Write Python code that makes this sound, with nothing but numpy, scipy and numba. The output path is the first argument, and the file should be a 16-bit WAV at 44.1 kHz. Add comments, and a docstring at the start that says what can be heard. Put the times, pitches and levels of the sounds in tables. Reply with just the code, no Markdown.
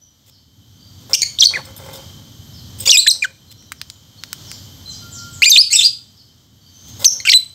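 """Rumble, leaf hiss, filtered-noise insects and far gliding sine whistles run throughout, swelling at times.
Claws scrabble from 0.26 s: noise bursts ring the cage wire. A near lovebird chirps from 1.1 s and 2.9 s
in gliding, rough partial stacks, with taps on the wire between. Beak clicks follow from 3.6 s: noise snaps
with a resonance. A low whistle wavers from 5 s; chirps return at 5.4 s and 7 s. The yard echoes the near
sounds; the close phone limits and clips the loudest."""
import sys
import numpy as np
from scipy import signal
from scipy.fft import rfft, irfft, next_fast_len
from scipy.io import wavfile
from scipy.ndimage import uniform_filter1d
from numba import njit

SR = 44100
rng = np.random.default_rng(int(sys.argv[2]) if len(sys.argv) > 2 else 0)


def invert_db(level):
    """Linear amplitude ratio for a level in decibels (20 dB per decade), elementwise."""
    return 10 ** (np.asarray(level, dtype=float) / 20)


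def log_audio(samples):
    """Write samples as a 16-bit WAV file to the path given in sys.argv[1]."""
    # one column per channel
    frames = np.atleast_2d(samples).T
    # limit to full scale, then quantise
    limited = np.clip(frames, -1, 1)
    pcm = np.round(limited * 32767).astype(np.int16)
    wavfile.write(sys.argv[1], SR, pcm)


N = 332514

# Background swells: (time [s], rumble rms [dB], hiss and insect reference [dB])
SWELLS = [(0, -56, -71), (0.5, -54.5, -70), (1.09, -43.5, -59), (1.3, -46.5, -58), (1.62, -40, -59),
          (2.0, -39.5, -54), (2.3, -41, -59), (2.771, -35, -54.5), (3.029, -50, -66.5),
          (3.55, -45.5, -64.5), (4.1, -50.5, -64), (4.45, -41, -55), (5.39, -39, -54), (5.68, -50, -65.5),
          (6.5, -52.5, -69), (6.8, -50, -61.5), (6.97, -38, -54), (7.15, -47, -58.5), (7.5, -51, -64)]
# Rumble spectrum: (frequency [Hz], relative density [dB per Hz])
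RUMBLE_SPECTRUM = [(15, -67.5), (25, -26.5), (97, 4.5), (197, -8.5), (249, -8), (287, -11.5), (700, -44.5),
                   (910, -54.5), (1540, -120)]
# Air hiss spectrum: (frequency [Hz], relative density [dB per Hz])
AIR_SPECTRUM = [(300, 1.5), (1300, -1.5), (2700, -7), (3100, 6.5), (5000, 4.5), (7000, 1.5), (9500, -12),
                (11300, -31.5), (13700, -8.5), (15600, -9)]
# Insect chorus bands: (centre [Hz], width [Hz], relative rms [dB])
INSECT_BANDS = [(3122, 170, 5.5), (6250, 87, -0.5), (12380, 1100, 1)]
# Far birds: (time [s], length [s], start pitch [Hz], end pitch [Hz], level ahead of direct/echo split [dB])
FAR_CHIRPS = [(0, 0.032, 6070, 5880, -45), (0.298, 0.071, 5670, 3860, -48), (0.332, 0.059, 4590, 4540, -51),
              (0.774, 0.14, 4590, 4740, -47.5), (1.926, 0.052, 4900, 4700, -43),
              (2.516, 0.093, 5660, 3930, -38.5), (3.456, 0.063, 4270, 4030, -46),
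              (3.59, 0.12, 3960, 3930, -54), (3.55, 0.065, 5390, 6080, -49.5),
              (3.752, 0.058, 6250, 4250, -44.5), (3.864, 0.066, 7140, 6900, -50),
              (4.166, 0.048, 4300, 4290, -41.5), (4.431, 0.13, 6670, 3880, -38.5),
              (4.51, 0.037, 7100, 7100, -38.5), (4.834, 0.088, 4100, 4080, -34),
              (4.88, 0.075, 8660, 3940, -31.5), (5.097, .12, 8510, 3670, -33),
              (5.301, 0.091, 8250, 6170, -36), (6.157, 0.058, 5550, 3810, -42),
              (6.598, 0.11, 4430, 4750, -46.5), (6.66, 0.6, 6110, 6820, -43)]
# Far low whistles: (time [s], length [s], start level [dB], end level [dB])
FAR_WHISTLES = [(5.0, .45, -43.5, -46.5), (5.65, 0.39, -53, -70)]
# Whistle wavering: (rate [Hz], rms depth [dB])
WHISTLE_WAVER = (24, 3.5)
# Claws and wings on the bars: (time [s], length [s], scratch level [dB], relative bar drive [dB])
SCRABBLES = [(0.257, 0.049, -53.5, -67), (0.996, 0.057, -54.5, -56), (1.09, 0.079, -40, -34.5),
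             (1.489, 0.14, -96.5, -35), (1.607, 0.12, -54, -43.5), (1.78, 0.1, -46, -40.5),
             (1.866, 0.1, -53.5, -40.5), (1.927, 0.057, -39.5, -51), (1.578, 0.56, -66, -48),
             (1.933, 0.42, -70, -57.5), (2.929, .45, -76, -49.5), (2.771, 0.11, -39.5, -54),
             (2.786, 0.069, -34.5, -49), (2.851, 0.042, -23.5, -54.5), (2.864, 0.054, -44, -25.5),
             (3.506, 0.023, -43.5, -68), (6.876, 0.035, -45, -60), (6.99, 0.058, -33, -33.5),
             (7.06, 0.19, -58.5, -52)]
# Cage bar resonances: (centre [Hz], width [Hz], gain [dB])
BAR_MODES = [(537, 22, 3.5), (860, 120, -8.5), (1070, 58, -13.5), (1360, 140, -14), (2050, 110, -14),
             (600, 340, -13)]
# Scratch resonances: (centre [Hz], width [Hz], relative gain [dB])
SCRATCH_MODES = [(3550, 670, 5.5), (5100, 550, 4), (7100, 940, 1), (7800, 730, -6), (14500, 4300, 0.5),
                 (5000, 6000, -13)]
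# Single claw taps: (time [s], relative level [dB])
CLAW_TAPS = [(1.652, -42.5), (1.763, -41), (1.777, -42.5), (1.932, -41), (1.955, -45), (2.786, -42),
             (2.804, -28)]
# Wire modes under a tap: (frequency [Hz], relative mean level [dB], t60 [s])
WIRE_MODES = [(3600, -0.5, .05), (5200, -1.5, 0.051), (7300, -2, 0.045), (8300, -1.5, 0.058),
              (9200, -9, .04), (12200, -5, .06), (14900, -4, .04), (15300, -2.5, .06)]
# Beak clicks: (time [s], peak level [dB], added resonance [Hz])
BEAK_CLICKS = [(3.625, -29, 1990), (3.72, -8, 8500), (3.725, -17, 2500), (3.8154, -4.5, 4430),
               (3.9007, -11, 4160), (4.237, -6.5, 4200), (4.33, -1.5, 6640), (4.5157, -6, 2570)]
# Chirp notes, each a list of: (time [s], pitch [Hz], level of the stronger low partial before flutter [dB])
CHIRP_NOTES = [
    [(1.133, 5060, 9), (1.1355, 5434, -10.5), (1.139, 5320, -11)],
    [(1.139, 2328, 2), (1.143, 2796, -3), (1.147, 2843, -2.5), (1.151, 2880, 0), (1.156, 3190, -11)],
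    [(1.219, 2172, -3.5), (1.2235, 2255, -12.5), (1.226, 2062, -22.5), (1.232, 2260, -1),
     (1.237, 2390, -14.5)],
    [(1.387, 3346, -10.5), (1.394, 4304, -16.5), (1.398, 5497, -16), (1.404, 6130, -17), (1.409, 5820, -5),
     (1.413, 4153, -5.5), (1.419, 3750, -11.5), (1.426, 3260, 4), (1.433, 3140, 0.5), (1.438, 4220, 8)],
    [(1.438, 4160, -8.5), (1.442, 3936, 1.5), (1.445, 6090, -11), (1.454, 5900, -7.5)],
    [(1.454, 5510, -5.5), (1.457, 4574, -6), (1.461, 4340, 7), (1.465, 4510, -27), (1.47, 4240, 3),
     (1.474, 4900, -4)],
    [(1.537, 2110, -25), (1.543, 2564, -35), (1.547, 2414, -21), (1.566, 1773, -22.5), (1.575, 1666, -18)],
    [(2.856, 3610, -18), (2.872, 2990, -33)],
    [(2.874, 2273, -9), (2.893, 2840, -16.5)],
    [(2.894, 3363, 2), (2.9, 3455, 0), (2.904, 4080, 1), (2.908, 5710, 1.5), (2.914, 6200, -4),
     (2.918, 3993, 2), (2.921, 3050, -5.5)],
    [(2.921, 2990, -4), (2.933, 2835, -6), (2.945, 2582, -11.5), (2.965, 2390, -4.5)],
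    [(2.971, 3450, 1), (2.98, 3886, -1.5), (2.991, 3920, -3), (2.997, 4120, 0), (3.004, 4520, -9.5),
     (3.012, 4090, -5.5)],
    [(3.065, 1753, -23.5), (3.071, 1758, -16.5), (3.078, 3997, -6.5), (3.085, 4120, 3.5), (3.094, 3800, -2),
     (3.098, 3880, -16)],
    [(3.099, 6136, 0), (3.104, 5505, -3.5), (3.111, 4247, -1), (3.116, 4160, 1.5), (3.12, 4110, -14.5)],
    [(3.222, 2468, -23.5), (3.228, 2432, -15), (3.235, 2334, -18), (3.247, 1650, -12.5),
     (3.254, 1470, -18.5), (3.259, 1500, -27.5)],
    [(5.42, 2068, -6.5), (5.442, 3064, 4.5)],
    [(5.442, 3600, 1), (5.445, 3940, -2.5), (5.452, 3906, -5.5)],
    [(5.452, 2254, -13), (5.457, 2082, -4), (5.466, 2420, -1.5), (5.493, 2410, 1)],
    [(5.493, 2396, -2.5), (5.499, 6104, 2), (5.511, 6495, 5.5), (5.514, 5200, -1.5)],
    [(5.514, 5000, 6.5), (5.521, 3820, 3.5), (5.538, 3540, 0), (5.55, 3778, -2.5), (5.56, 3503, -7),
     (5.565, 2458, -7.5), (5.57, 2485, -17.5)],
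    [(5.57, 2510, -9.5), (5.575, 3874, 0.5), (5.59, 4620, 8), (5.598, 4500, 1.5), (5.606, 5018, 0),
     (5.619, 5100, 0)],
    [(5.702, 2230, -26), (5.717, 2100, -24.5), (5.727, 2260, -17), (5.734, 2725, -22), (5.752, 2657, -19),
     (5.764, 2603, -16)],
    [(5.764, 3785, -13), (5.78, 3753, -24.5), (5.79, 3710, -14.5), (5.806, 3518, -18.5), (5.811, 2518, -16),
     (5.817, 3550, -21.5), (5.827, 3650, -17), (5.846, 4708, -15), (5.855, 4900, -13.5),
     (5.868, 4680, -13.5)],
    [(7.044, 3860, 0), (7.048, 4350, -3), (7.053, 5200, 7.5)],
    [(7.053, 5870, -3.5), (7.057, 6540, 4), (7.061, 6210, 4), (7.069, 5830, 7), (7.073, 5900, -22),
     (7.076, 5490, -3), (7.083, 5390, 1), (7.088, 5760, -9)],
    [(7.201, 2100, -35), (7.203, 2300, -25.5), (7.206, 2250, -40)],
    [(7.251, 1200, -19.5), (7.259, 1440, -23), (7.268, 1650, -24), (7.274, 1445, -11)],
    [(7.275, 2805, 1.5), (7.282, 2465, -20), (7.289, 2213, -6), (7.294, 2288, -6.5), (7.297, 3730, 0),
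     (7.306, 5474, -11), (7.312, 5810, -14), (7.317, 5274, -8.5), (7.321, 4100, 4.5)],
    [(7.321, 4136, 3.5), (7.325, 2222, -27), (7.329, 1970, -14), (7.333, 2130, -13.5), (7.339, 4030, -5.5),
     (7.358, 4026, 5), (7.374, 3987, -5), (7.378, 3900, -7)],
]
# Colour of each note: (base roughness [0-1], brightness [dB], share thrown to the yard [dB]);
# more is thrown when the bird faces away
NOTE_COLOURS = [(.55, -17.5, -0.5), (0.7, 11.5, -2.5), (0.34, 11.5, 0.5), (0.1, -12.5, -4.5),
                (0.6, -11, -1), (0, -6, -0.5), (0.02, -17, -2), (1, 4, 11), (0.2, 11.5, 2), (0.1, 0.5, -6),
                (0.2, 3, -3), (.06, 1, 0), (0, 0.5, -9), (.05, 2, -2.5), (0.13, -12, -7), (.05, -6, 0.5),
                (0.8, -0.5, -1.5), (0, 0, -9.5), (0.1, 16, -7.5), (0.1, -4.5, -2), (.05, 0.5, -3.5),
                (0.37, 10.5, 8.5), (.3, -0.5, 10), (.75, -1, -3.5), (0.01, 8.5, -3), (.25, 0.5, 3),
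                (0.5, 8.5, 7), (.08, -7, -4.5), (0.01, 2, -6)]
# Balance of the low partials before brightness: (pitch [Hz], second over first partial [dB])
SECOND_PARTIAL = [(1500, -0.5), (2200, 1.5), (3000, -10), (4000, -9.5), (5000, -26), (6200, -27.5)]
# Throat response on partials 3 and up: (frequency [Hz], gain [dB])
THROAT_RESPONSE = [(5000, -8), (8000, 1.5), (9500, -16.5), (11000, -14), (12500, -10), (15000, -13)]
# Breath spectrum: (frequency [Hz], relative density [dB per Hz])
BREATH_SPECTRUM = [(1600, -25.5), (2600, -3.5), (5000, 4.5), (8300, 2.5), (9800, -22.5), (11500, -10),
                   (13000, -3.5), (15500, -17)]
# Small beak radiates little bass: (frequency [Hz], gain [dB])
BEAK_RESPONSE = [(900, -25), (1500, 1), (2000, 0.5)]
# Yard echoes of the near sounds: (t60 [s], level [dB])
YARD_ECHOES = [(.06, -7), (0.3, -11), (.9, -35)]

TOP_HZ = 15700
FAR_WARBLE_SCALE, FAR_DIRECT_DB, FAR_T60_S = 0.011, -13, 0.6
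WHISTLE_HZ = 1390
PARTIAL_STEP_DB, RASP_HZ = -4, 909
BREATH_BASE_DB = -19.5  # before scaling by roughness
JITTER_PER_ROUGHNESS, JITTER_HZ = 0.05, 513.5
FLUTTER_DB, FLUTTER_HZ = 3, 149
ROUGH_S_PER_OCTAVE = 0.0015
YARD_GAP_S, CAGE_ECHO_DB = 0.0019, -6
LIMIT, RELEASE_S = 1.051, 0.03


def level(x, db):
    """Scale to an rms level."""
    return x * invert_db(db) / np.sqrt(np.mean(x ** 2))


def colour(x, points):
    """Filter by (frequency [Hz], gain [dB]) points on a log axis."""
    hz, db = np.transpose(points)
    size = next_fast_len(len(x))
    f = np.maximum(np.arange(size // 2 + 1) * SR / size, 1)
    gain = invert_db(np.interp(np.log(f), np.log(hz), db))
    return irfft(rfft(x, size) * gain, size)[:len(x)]


def ring(x, modes):
    """Sum of (centre [Hz], width [Hz], gain [dB]) resonances."""
    return sum(invert_db(db) * signal.lfilter(*signal.iirpeak(hz, hz / width, fs=SR), x)
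               for hz, width, db in modes)


def walk(rate_hz):
    """Smooth random wander of rms 1: noise averaged twice over 1/rate."""
    k = int(SR / rate_hz)
    return level(uniform_filter1d(uniform_filter1d(rng.standard_normal(N), k), k), 0)


def echo(x, t60_s, gap_s):
    """Dense random reflections of unit energy, decaying exponentially, starting after a gap."""
    t = np.arange(int(t60_s * SR)) / SR
    tail = rng.standard_normal(len(t)) * np.exp(-np.log(1000) * t / t60_s) * (t > gap_s)
    return signal.fftconvolve(x, tail / np.sqrt(np.sum(tail ** 2)))[:N]


def add(out, s, x):
    """Mix x in at time s."""
    i = int(s * SR)
    out[i:i + len(x)] += x[:N - i]


def background():
    """Shaped noise for rumble, air and leaf hiss, narrow noise bands for insects; each wavers a little."""
    s, *columns = np.transpose(SWELLS)
    low_db, high_db = (np.interp(np.arange(N) / SR, s, c) for c in columns)
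    rumble = level(colour(rng.standard_normal(N), RUMBLE_SPECTRUM), 0)
    rumble *= invert_db(low_db + 1.0 * walk(2.3))
    air = level(colour(rng.standard_normal(N), AIR_SPECTRUM), 10.7)
    air *= invert_db(high_db + 1.1 * walk(5.0))
    leaf_spectrum = [(250, -1.5), (500, 2.0), (1500, -5.0), (2600, -15.5), (4000, -43.0)]
    leaves = level(colour(rng.standard_normal(N), leaf_spectrum), -10.5)
    insects = np.zeros(N)
    for band in INSECT_BANDS:
        chorus = ring(ring(rng.standard_normal(N), [band]), [band])
        insects += level(chorus, band[2]) * invert_db(0.8 * walk(15))
    leaves *= invert_db((low_db + high_db) / 2 + 1.2 * walk(9.9))
    return rumble + air + leaves + insects * invert_db(high_db - 1.5)


def far_birds():
    """Thin unsteady gliding sines, mostly heard through their echoes."""
    out, warble, sway = np.zeros(N), walk(350), walk(33)
    for s, length_s, start_hz, end_hz, db in FAR_CHIRPS:
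        i, glide = int(s * SR), np.geomspace(start_hz, end_hz, int(length_s * SR))
        # gliding chirps warble more than held notes
        depth = FAR_WARBLE_SCALE * (1.2 + 4 * abs(np.log(end_hz / start_hz)))
        hz = glide * (1 + depth * warble[i:i + len(glide)])
        shape = signal.windows.tukey(len(hz), 0.5) * invert_db(db + 2.5 * sway[i:i + len(hz)])
        add(out, s, shape * np.sin(2 * np.pi * np.cumsum(hz) / SR))
    return invert_db(FAR_DIRECT_DB) * out + echo(out, FAR_T60_S, 0.0014)


def whistle():
    """A near-pure tone whose strength wavers over the distance."""
    hz = WHISTLE_HZ * (1 + 0.0023 * walk(30))
    waver_hz, waver_db = WHISTLE_WAVER
    tone = np.sin(2 * np.pi * np.cumsum(hz) / SR) * invert_db(waver_db * walk(waver_hz))
    out = np.zeros(N)
    for s, length_s, start_db, end_db in FAR_WHISTLES:
        i, n = int(s * SR), int(length_s * SR)
        shape = invert_db(np.linspace(start_db, end_db, n)) * signal.windows.tukey(n, 0.2)
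        add(out, s, tone[i:i + n] * shape)
    return out


def cage():
    """Bursts of uneven scrabbling noise that also ring the bars."""
    grit = level(rng.standard_normal(N) * invert_db(3 * walk(400) + 2.5 * walk(40)), 0)
    scratch = level(ring(grit, SCRATCH_MODES), 0)
    out, drive = np.zeros(N), np.zeros(N)
    for s, length_s, scratch_db, drive_db in SCRABBLES:
        i, shape = int(s * SR), signal.windows.tukey(int(length_s * SR), 0.4)
        add(out, s, invert_db(scratch_db) * shape * scratch[i:i + len(shape)])
        add(drive, s, invert_db(drive_db) * shape * grit[i:i + len(shape)])
    return out + invert_db(19) * ring(drive, BAR_MODES)


def taps():
    """A short scrape sets the wire's high modes ringing, differently each time."""
    out, t = np.zeros(N), np.arange(4000) / SR
    for s, db in CLAW_TAPS:
        scrape = rng.standard_normal(len(t)) * np.exp(-t / 0.004)
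        modes = np.zeros(len(t))
        for hz, mode_db, t60_s in WIRE_MODES:
            decay = np.exp(-np.log(1000) * t / t60_s)
            modes += invert_db(mode_db + 6.8 * rng.standard_normal()) * np.sin(2 * np.pi * hz * t) * decay
        ringing = level(signal.fftconvolve(scrape, modes)[:len(t)], -5.5)
        add(out, s, invert_db(db) * (0.35 * np.diff(scrape, prepend=0) + ringing))
    return out


def beak():
    """Each click is a sharp noise snap with a softer rebound, ringing briefly."""
    out, t = np.zeros(N), (np.arange(800) - 200) / SR
    snap_response = [(600, -24), (1400, 0.5), (9000, -5), (10500, -18), (15500, -7)]
    for s, db, hz in BEAK_CLICKS:
        strike = (t > 0) * np.exp(-np.abs(t) / 0.00017)
        rebound = 0.094 * (t > 0.0011) * np.exp(-np.abs(t - 0.0011) / 0.0016)
        snap = colour(rng.standard_normal(len(t)) * (strike + rebound), snap_response)
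        snap = snap + ring(snap, [(hz, 1200, 3)])
        add(out, s + t[0], invert_db(db) * snap / np.abs(snap).max())
    return out


def lovebird():
    """The syrinx sings a gliding stack of partials; uneven vibration spreads each into sidebands."""
    out, thrown = np.zeros(N), np.zeros(N)
    rasp = walk(RASP_HZ) + 1j * walk(RASP_HZ)
    breath = colour(rng.standard_normal(N), BREATH_SPECTRUM)
    shake = walk(JITTER_HZ)
    flutter_db = FLUTTER_DB * np.array([walk(FLUTTER_HZ) for _ in range(8)])  # each partial flutters alone
    throat_hz, throat_db = np.transpose(THROAT_RESPONSE)
    for note, (rough, bright_db, echo_db) in zip(CHIRP_NOTES, NOTE_COLOURS):
        s, *columns = np.transpose(note)
        t = np.arange(s[0], s[-1], 1 / SR)
        hz, db = (uniform_filter1d(np.interp(t, s, c), 60) for c in columns)
        i = int(s[0] * SR)
        span = slice(i, i + len(t))
        # the second partial mostly weakens as pitch rises
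        over_db = bright_db + np.interp(hz, *np.transpose(SECOND_PARTIAL))
        first_db, second_db = db + np.minimum(0, [-over_db, over_db]) + flutter_db[:2, span]
        # quick pitch jumps turn rough
        glide_octaves_per_s = np.abs(np.gradient(np.log2(hz), t))
        rough = np.clip(rough + ROUGH_S_PER_OCTAVE * glide_octaves_per_s, 0, 1)
        # a rough voice also shakes in pitch
        jitter = JITTER_PER_ROUGHNESS * (0.12 + rough) * shake[span]
        phase = 2 * np.pi * np.cumsum(hz * (1 + jitter)) / SR
        stack = invert_db(first_db) * np.exp(1j * phase)
        for k in range(2, 8):
            upper_db = second_db
            if k > 2:
                throat = np.interp(k * hz, throat_hz, throat_db)
                upper_db = second_db + (k - 2) * PARTIAL_STEP_DB + throat + 1.4 * flutter_db[k, span]
            stack += (k * hz < TOP_HZ) * invert_db(upper_db) * np.exp(1j * k * phase)
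        vibration = np.sqrt(1 - rough ** 2) + rough * rasp[span] / np.sqrt(2)
        voice = np.sqrt(2) * np.real(stack * vibration)
        voice += invert_db(db + BREATH_BASE_DB) * (0.24 + 7 * rough) * breath[span]
        voice *= np.clip(np.minimum((t - s[0]) / 0.0011, (s[-1] - t) / 0.0015), 0, 1)
        add(out, s[0], voice)
        add(thrown, s[0], invert_db(echo_db) * voice)
    return colour(out, BEAK_RESPONSE), colour(thrown, BEAK_RESPONSE)


def yard_echo(near):
    """Decaying random reflections at several t60s, duller at both ends of the range."""
    yard = sum(invert_db(db) * echo(near, t60_s, YARD_GAP_S) for t60_s, db in YARD_ECHOES)
    return colour(yard, [(1500, -7), (3000, -2.5), (6000, -0.5), (9000, -3.0), (13000, -5.0)])


def scene():
    """The near bird and its cage, their echoes, and the garden."""
    voice, thrown = lovebird()
    clatter = cage() + taps() + beak()
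    yard = yard_echo(thrown + invert_db(CAGE_ECHO_DB) * clatter)
    return (voice + clatter + yard + far_birds() + whistle() + background())[None]


@njit
def limiter(x, top, release):
    """Gain drops at once on a peak and recovers gradually."""
    y, envelope = np.empty(len(x)), 0.
    for i in range(len(x)):
        envelope = max(abs(x[i]), envelope * release)
        y[i] = x[i] * min(1., top / (envelope + 1e-9))
    return y


def top_cut(x):
    """Nothing passes above the cut-off."""
    return signal.sosfilt(signal.butter(12, 16400, fs=SR, output="sos"), x)


def record(dry):
    """The phone limits and clips the loudest notes, and cuts both ends of the range."""
    x = limiter(dry[0], LIMIT, np.exp(-1 / (RELEASE_S * SR)))
    x = np.clip(x, -0.97, 0.97)
    x = signal.sosfilt(signal.butter(2, 45, "high", fs=SR, output="sos"), x)
    x = signal.sosfilt(signal.ellip(8, 0.2, 40, TOP_HZ, fs=SR, output="sos"), x)
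    return top_cut(x[None])


dry = scene()
out = record(dry)
log_audio(out)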